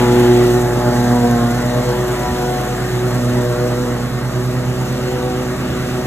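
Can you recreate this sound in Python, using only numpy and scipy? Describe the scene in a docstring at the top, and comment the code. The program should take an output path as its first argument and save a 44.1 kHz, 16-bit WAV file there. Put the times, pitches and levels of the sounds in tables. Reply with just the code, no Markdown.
"""Lawn: a riding mower cuts grass and drives away from a hand-held phone.
Blades: partials of the pass rate, wavering one by one. Engine: exhaust partials over a crank shake.
Deck air and hiss: coloured noise puffed at each blade pass; the hiss also ticks with the valves.
Clatter: noise pattern repeated every engine cycle. Gusts: short low noise bumps on the microphone."""
import sys
import numpy as np
from scipy import signal
from scipy.fft import rfft, irfft
from scipy.io import wavfile
from scipy.ndimage import map_coordinates

SR = 44100
rng = np.random.default_rng(int(sys.argv[2]) if len(sys.argv) > 2 else 0)


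def wav_out(sig):
    """Save sig, one row per channel (or a flat mono array), as 16-bit PCM at SR to the path in sys.argv[1]."""
    wavfile.write(sys.argv[1], SR, np.round(np.clip(np.atleast_2d(sig).T, -1, 1) * 32767).astype(np.int16))


N = 267246
TIME = np.arange(N) / SR
FREQ = np.maximum(np.arange(N // 2 + 1) * SR / N, 1)


def undb(db):
    """Decibels to gain."""
    return 10 ** (np.asarray(db) / 20)


def curves(table):
    """Each column of a time table, one value a sample."""
    s, *columns = np.transpose(table)
    return [np.interp(TIME, s, c) for c in columns]


def across(table):
    """Each column of a frequency table, one value a bin, interpolated in log frequency."""
    hz, *columns = np.transpose(table)
    return [np.interp(np.log(FREQ), np.log(hz), c) for c in columns]


def walk(rate_hz):
    """Smooth random curve of spread about 1 that changes about rate_hz times a second."""
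    steps = rng.standard_normal(2048)
    coarse = map_coordinates(steps, [TIME[::32] * rate_hz], order=3, mode="wrap")
    return np.interp(TIME, TIME[::32], coarse)


def bump(s, length_s):
    """Gaussian rise and fall around a moment; length_s is the half-width at 1/e."""
    return np.exp(-((TIME - s) / length_s) ** 2)


def partial(turns, rough, rate_hz):
    """Tone of rms about 1 whose size and timing flutter."""
    angle = 2 * np.pi * turns
    in_phase = (1 + rough * walk(rate_hz)) * np.cos(angle)
    quadrature = rough * walk(rate_hz) * np.sin(angle)
    return (in_phase + quadrature) * np.sqrt(2 / (1 + 2 * rough ** 2))


def tint(white, colour):
    """Gives white noise of rms 1 a spectrum in dB per Hz."""
    return irfft(rfft(white) * undb(across(colour)[0]), N) * np.sqrt(SR / 2)


def noise(colour):
    """Two unrelated noises with the given spectrum in dB per Hz."""
    return tint(rng.standard_normal((2, N)), colour)


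PUFF_PASSES, PUFF_SCATTER_DB = .14, 1.0  # decay in passes; scatter of puff strength


def puffs(passes, size):
    """Gain of rms 1 that jumps at each blade pass and decays, each puff of its own strength."""
    strength = undb(PUFF_SCATTER_DB * rng.standard_normal(1024))[passes.astype(int)]
    gain = 1 + size * strength * np.exp(-(passes % 1) / PUFF_PASSES)
    return gain / np.sqrt(np.mean(gain ** 2))


# governed crank speed before sags: (time [s], speed [turns/s])
CRUISE = [(0, 52.04), (1.2, 52.05), (2.1, 52.72), (4.0, 52.66), (4.8, 53.47), (6.06, 53.15)]
# thick tufts drag the engine down: (time [s], half-width [s], sag [turns/s])
TUFTS = [(1.42, .15, 1.32), (2.42, .11, .24), (3.5, .11, .5), (4.0, .13, .58)]


def crank_turns():
    """Governed crank speed minus tuft sags, integrated to turns."""
    sag_hz = sum(depth_hz * bump(s, length_s) for s, length_s, depth_hz in TUFTS)
    return np.cumsum(curves(CRUISE)[0] - sag_hz) / SR


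PASSES_PER_TURN = 2.328  # before the belt offset
# belt offset of the pass rate: (time [s], offset [passes/s])
BELT = [(0, .09), (1.4, .09), (2.2, -.06), (4.3, -.06), (5, .3)]


def blade_passes(turns):
    """Belt drive: fixed ratio to the crank plus a drifting offset."""
    return turns * PASSES_PER_TURN + np.cumsum(curves(BELT)[0]) / SR


# deck air churned by the blades: (frequency [Hz], density re rush level [dB per Hz])
RUSH = [(25, -47), (45, -37), (75, -29), (130, -20.5), (200, -18), (290, -14.5), (430, -21.5), (600, -19.5),
        (830, -20.3), (1000, -24.5), (1160, -27), (1300, -25), (1500, -26.5), (1900, -27.5), (2350, -35.5),
        (3500, -39.5), (8000, -62)]
RUSH_DB, RUSH_PUFF = -32.5, 1.1


def deck_air(passes, level_db):
    """Turbulence under the deck: even low rumble, and above it a rasp at each blade pass."""
    air = noise(RUSH)
    rumble = irfft(rfft(air) / (1 + (FREQ / 600) ** 4), N)
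    rush = rumble + (air - rumble) * puffs(passes, RUSH_PUFF)
    return rush * undb(0.92 * walk(14)) * undb(RUSH_DB + level_db)


HISS_DB, HISS_PUFF = -5, .27
# cut grass and cooling air: (frequency [Hz], density re hiss level [dB per Hz])
HISS = [(800, -50), (2000, -34), (2700, -30), (3200, -31.5), (4100, -30.5), (5100, -33), (6400, -32),
        (7300, -32.3), (8800, -33.2), (9200, -36), (11500, -37), (14000, -39), (15500, -44)]
# valves seating: (place in engine cycle [0-1], strength [relative])
VALVES = [(0.101, 1.0), (.42, 0.18), (0.792, 0.14)]
# hiss level: (time [s], level re HISS_DB [dB])
HISS_LEVEL = [(0, -32.5), (.5, -32.3), (.72, -35.7), (1.0, -33.6), (1.6, -35), (2.3, -35.2), (2.9, -36),
              (3.3, -36), (3.85, -37.5), (4.1, -40), (4.45, -38.8), (4.75, -39.2), (4.95, -37.6),
              (5.55, -39.2), (5.85, -37.6), (6.06, -38.6)]


def hiss(cycles, passes):
    """Grass and cooling air: two treble bands flicker apart; passes and valves add short ticks."""
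    ticks = sum(strength * np.exp(-((cycles - place) % 1) / 0.11) for place, strength in VALVES)
    uneven = undb(3 * walk(60))
    air = noise(HISS)
    low_band = irfft(rfft(air) / (1 + (FREQ / 6500) ** 8), N)
    lower = low_band * undb(.3 * walk(45))
    upper = (air - low_band) * undb(1.0 * walk(70) + .5 * walk(7))
    ticking = (lower + upper) * (.9 + .33 * ticks * uneven) * puffs(passes, HISS_PUFF)
    return ticking * undb(HISS_DB + curves(HISS_LEVEL)[0])


# the rear engine turns toward the phone: clatter rises against its share of the distance loss
CLATTER_DB, CLATTER_FADE, CLATTER_RISE_DB_PER_S = -41, 0.58, 1.93
# cylinder fins, shroud and frame: (frequency [Hz], density re clatter level [dB per Hz])
CLATTER = [(100, -38), (280, -20), (520, -23), (800, -33), (1000, -31.5), (1250, -24.7), (1500, -31),
           (2200, -37), (2750, -34), (3200, -41), (6000, -43), (14000, -54)]


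def clatter(cycles, level_db):
    """The same knocks recur every engine cycle, blurred by cooling-air noise."""
    pattern = rng.standard_normal((2, 1680))
    knocks = pattern[:, (cycles % 1 * pattern.shape[1]).astype(int)]
    repeat = .62  # power share of the repeating part
    mix = np.sqrt(repeat) * knocks + np.sqrt(1 - repeat) * rng.standard_normal((2, N))
    gain_db = CLATTER_DB + CLATTER_FADE * level_db + CLATTER_RISE_DB_PER_S * TIME
    return tint(mix, CLATTER) * undb(gain_db)


BLADE_DB, BLADE_FADE = -16.5, 0.66  # fade: share of the distance loss
# as the mower turns away, the hum moves from the chute to the back of the deck
TURN_S, TURN_LENGTH_S, REAR_LAG_PASSES = 2.42, .22, .47
# waver depth: base, extra at the top partial, growth; reduced for partials 1 and 2
WAVER, WAVER_AT_TOP, WAVER_GROWTH_PER_S, WAVER_HZ = .05, .6, .045, 20
# blade by the chute, then the two behind: (lead [passes], creep [passes/s], strength [gain])
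BLADES = [(-.12, 0, 1), (.1, -.7, .08), (.7, .9, .08)]
# blade partials: (multiple of pass rate, level re blade level [dB])
BLADE_TONE = [(1, -2.5), (2, -6.5), (3, -2.5), (4, -11.5), (5, -15), (6, -20), (7, -22.5), (8, -28.5),
              (9, -22), (10, -24.5), (11, -26), (12, -28), (13, -27), (14, -30.5), (15, -28), (16, -32.5),
              (17, -32)]
# partials swell or thin as the mower moves:
# (time [s], half-width [s], multiple of pass rate, change [dB])
SWELLS = [(0.3, 0.17, 1, 2), (3.25, 0.36, 1, 3.5), (4.62, 0.36, 1, 5.5), (5.44, 0.64, 1, -4.5),
          (0.17, 0.37, 2, 6.5), (0.72, 0.07, 2, -7), (1.27, 0.4, 2, 9.5), (2.05, 0.17, 2, -12.0),
          (2.67, 0.42, 2, -5.5), (2.92, 0.1, 2, -9), (3.32, 0.19, 2, 5.5), (3.53, 0.08, 2, -8.5),
          (3.87, 0.09, 2, 4.5), (5.51, 0.19, 2, 5.0), (6.02, 0.08, 2, 4), (0.35, 0.33, 3, 8.5),
          (1.33, 0.4, 3, -8.5), (1.72, 0.1, 3, -12.0), (2.25, 0.09, 3, -5.5), (2.7, 0.15, 3, -10.5),
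          (3.22, 0.08, 3, -8.5), (4.04, 0.26, 3, -12.0), (4.63, 0.08, 3, -9.0), (4.93, 0.1, 3, -8),
          (5.27, 0.12, 3, 2), (5.72, 0.25, 3, -7), (0.12, 0.13, 4, 6.5), (1.23, 0.16, 4, 8.5),
          (1.91, 0.12, 4, 9.5), (2.18, 0.16, 4, -9), (2.55, 0.17, 4, 5.5), (2.9, 0.16, 4, -9),
          (3.68, 0.3, 4, 8.5), (4.24, 0.14, 4, -7.0), (5.25, 0.19, 4, 7.5), (5.59, 0.12, 4, -12.0),
          (0.88, 0.2, 5, 9.0), (1.79, 0.25, 5, 7.5), (2.83, 0.11, 5, -12.0), (3.58, 0.35, 5, 7.5),
          (4.19, 0.17, 5, -12.0), (5.17, 0.22, 5, -12.0), (5.74, 0.45, 5, 3.5), (0.51, 0.35, 6, 8.5),
          (1.31, 0.37, 6, 15.0), (2.46, 0.38, 6, 15.0), (3.77, 0.2, 6, 5), (4.43, 0.08, 6, -10.5),
          (5.27, 0.12, 6, 12.0), (5.97, 0.1, 6, 8), (0.1, 0.33, 7, 14.0), (0.92, 0.37, 7, 13.0),
          (2.05, 0.48, 7, 6.5), (0.0, 0.22, 8, 16.0), (1.21, 0.16, 8, 15.5), (2.28, 0.32, 8, 13.5),
          (1.6, 0.38, 9, 6), (2.3, 0.15, 11, 6), (0.5, 0.15, 12, 5), (1.5, 0.2, 12, 6.5),
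          (2.4, 0.35, 12, 5), (1.2, 0.45, 13, 4), (0.5, 0.27, 15, 3), (0.35, 0.2, 16, 9)]


def blades(passes, level_db):
    """Tips sweep past the deck wall: deep hum from the whole deck, buzz led by the chute blade."""
    sweeps = []
    for lead, creep, strength in BLADES:
        blade_turns = passes + lead + creep * TIME + 0.011 * walk(18)
        sweeps.append((blade_turns, strength * undb(0.84 * walk(32))))
    rear = 1 / (1 + np.exp((TURN_S - TIME) / TURN_LENGTH_S))
    chute_turns, chute_size = sweeps[0]
    hum = [(chute_turns, chute_size * (1 - rear)), (chute_turns - REAR_LAG_PASSES, chute_size * rear)]
    out = 0
    for k, db in BLADE_TONE:
        k = round(k)
        # deck smears each pulse; buzz is out of step with hum
        spread_turns = .04 * k * (k - 1) + .3 * (k > 1)
        heard = hum if k == 1 else sweeps
        depth = WAVER + WAVER_AT_TOP * (k / len(BLADE_TONE)) ** 2 + WAVER_GROWTH_PER_S * TIME
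        depth = depth * min(k / 3, 1)
        shift_rad = depth * walk(WAVER_HZ)
        tone = sum(size * np.cos(2 * np.pi * (k * turns + spread_turns) + shift_rad)
                   for turns, size in heard)
        lift_db = sum(swell_db * bump(s, length_s)
                      for s, length_s, multiple, swell_db in SWELLS if round(multiple) == k)
        waver = (1 + depth * walk(WAVER_HZ)) / np.sqrt(1 + depth ** 2)
        edge_db = 2.1 * walk(9.8) * min(k / 12, 1) ** 2  # highest partials come and go
        out = out + undb(db + lift_db + edge_db) * waver * tone
    return np.sqrt(2) * out * undb(BLADE_DB + BLADE_FADE * level_db)


SHAKE_DB, SHAKE_FADE_DB_PER_S = -29, 1.3
# exhaust partials, changing as the outlet turns to the phone:
# (multiple of four-stroke cycle rate, rounded for pitch; level at 0 s [dB]; change [dB/s])
EXHAUST = [(3, -50, 2.5), (4, -36.5, -2.5), (5.03, -27, 0), (6, -34.5, 0), (7, -38, 0.5), (8, -37, 0.4),
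           (10, -52, -1.5), (11, -51, -0.5), (12, -47, 2.06), (13, -43.5, 0.3), (17, -55, -1.5),
           (19, -45.5, 0), (21, -60, 1), (22, -42, 0), (24, -42, 0.3)]


def engine(cycles):
    """Exhaust pulses, spread in time by the muffler, over the fading shake of the crank."""
    exhaust = 0
    for k, db, change_db_per_s in EXHAUST:
        turns = round(k) * cycles + .1234 * round(k) ** 2  # muffler phase spread
        exhaust = exhaust + undb(db + change_db_per_s * TIME) * partial(turns, 0.046 * k, 6)
    shake_db = SHAKE_DB - SHAKE_FADE_DB_PER_S * TIME
    return exhaust + undb(shake_db) * partial(2 * cycles, .04, 12)


RASP_HZ, RASP_OCTAVES = 2700, 0.45
# low-treble gain, bright from the chute, later from the engine behind: (time [s], level [dB])
RASP_LEVEL = [(0, 3.5), (.35, 1.5), (.8, -2), (1.4, -1.5), (2.2, 0.5), (4.3, -1.3), (4.9, 0.8), (6.06, 1)]


def rasp(air):
    """Beamed low treble: swells and thins as the mower turns."""
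    band = irfft(rfft(air) * np.exp(-(np.log2(FREQ / RASP_HZ) / RASP_OCTAVES) ** 2), N)
    return air + band * (undb(curves(RASP_LEVEL)[0]) - 1)


# flaring bands: (from [Hz], to [Hz], band width [Hz], depth [dB], rate [changes/s])
FLARES = [(900, 2200, 130, 2.2, 20), (2500, 5000, 300, 1.6, 14), (5500, 9000, 400, 1.4, 32)]


def grit(air):
    """Narrow noise bands flare independently: grit in the roar, sparkle in the hiss."""
    spectrum = rfft(air)
    for low_hz, high_hz, width_hz, depth_db, rate_hz in FLARES:
        for hz in np.arange(low_hz, high_hz, width_hz):
            band = irfft(spectrum * np.maximum(1 - abs(FREQ - hz) / width_hz, 0), N)
            flare = undb(depth_db * walk(rate_hz))
            air = air + band * (flare / np.sqrt(np.mean(flare ** 2)) - 1)
    return air


# phase between the microphone ports: (frequency [Hz], left lead [rad])
PORT_LEAD = [(50, 0), (180, -.17), (450, .55), (700, .92), (1300, -.1), (1700, 0), (2050, .9), (2500, 2.6),
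             (3700, 1.6), (4900, 3.14), (6900, 6.28), (9700, 9.42), (12400, 12.57), (14700, 15.7)]
# port match: (frequency [Hz], noise likeness [0-1], left minus right [dB])
PORT_MATCH = [(60, .997, .5), (130, .995, -.8), (330, .92, .1), (680, .78, 4.4), (1200, .95, .8),
              (1900, .93, .6), (2300, .65, .6), (3500, .55, 2.7), (4900, .86, .8), (5800, .66, .8),
              (7000, .87, 1.1), (8300, .72, 1.1), (9700, .93, 1.1), (13500, .83, 1.1)]


def ports(tones, air):
    """Two ports differ in phase and level by frequency; wide-deck noise is only partly alike."""
    likeness, balance_db = across(PORT_MATCH)
    likeness = np.clip(likeness, 0, 1)
    sign = np.array([[1], [-1]])
    shared = rfft(tones) + rfft(air[0]) * np.sqrt((1 + likeness) / 2)
    apart = rfft(air[1]) * np.sqrt((1 - likeness) / 2)
    lag = np.exp(-1j * across(PORT_LEAD)[0] * np.array([[0], [1]]))
    return irfft((shared + sign * apart) * lag * undb(sign * balance_db / 2), N)


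# gusts: (time [s], half-width [s], level [dB])
GUSTS = [(2.32, .05, -28.5), (3.31, .05, -32), (5.26, .07, -31.5), (5.73, .03, -33)]
# gust spectrum: (frequency [Hz], density re gust level [dB per Hz])
GUST_COLOUR = [(25, -45), (50, -22), (68, -13), (90, -20), (160, -40), (600, -90)]


def gusts():
    """Short low bumps of wind on the microphone, alike in both channels."""
    swell = sum(undb(db) * bump(s, length_s) for s, length_s, db in GUSTS)
    return swell * noise(GUST_COLOUR)[0]


# mower leaves: (time [s], distance level [dB], left minus right [dB])
PASS = [(0, 0, -0.5), (.4, -1.3, -1.5), (.75, -2.5, -1.5), (1.1, -2, -1.5), (2.2, -4, -1), (3.4, -5, -1.5),
        (4.1, -8, -2), (4.9, -9, -1.5), (6.06, -9.5, -1.5)]


def scene():
    """Engine drives blades by belt; deck sounds fade with distance; gusts bypass the ports."""
    turns = crank_turns()
    cycles, passes = turns / 2, blade_passes(turns)
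    level_db, pan_db = curves(PASS)
    air = deck_air(passes, level_db) + hiss(cycles, passes) + clatter(cycles, level_db)
    tones = blades(passes, level_db) + engine(cycles)
    mower = ports(tones, grit(rasp(air)))
    return mower * undb(np.array([pan_db, -pan_db]) / 2) + gusts()


TOP_HZ = 14750


def record(dry):
    """The phone rounds the highest peaks, then low-passes at TOP_HZ."""
    rounded = dry / (1 + (dry / .96) ** 8) ** (1 / 8)
    return signal.sosfilt(signal.ellip(10, .1, 80, TOP_HZ, fs=SR, output="sos"), rounded)


dry = scene()
out = record(dry)
wav_out(out)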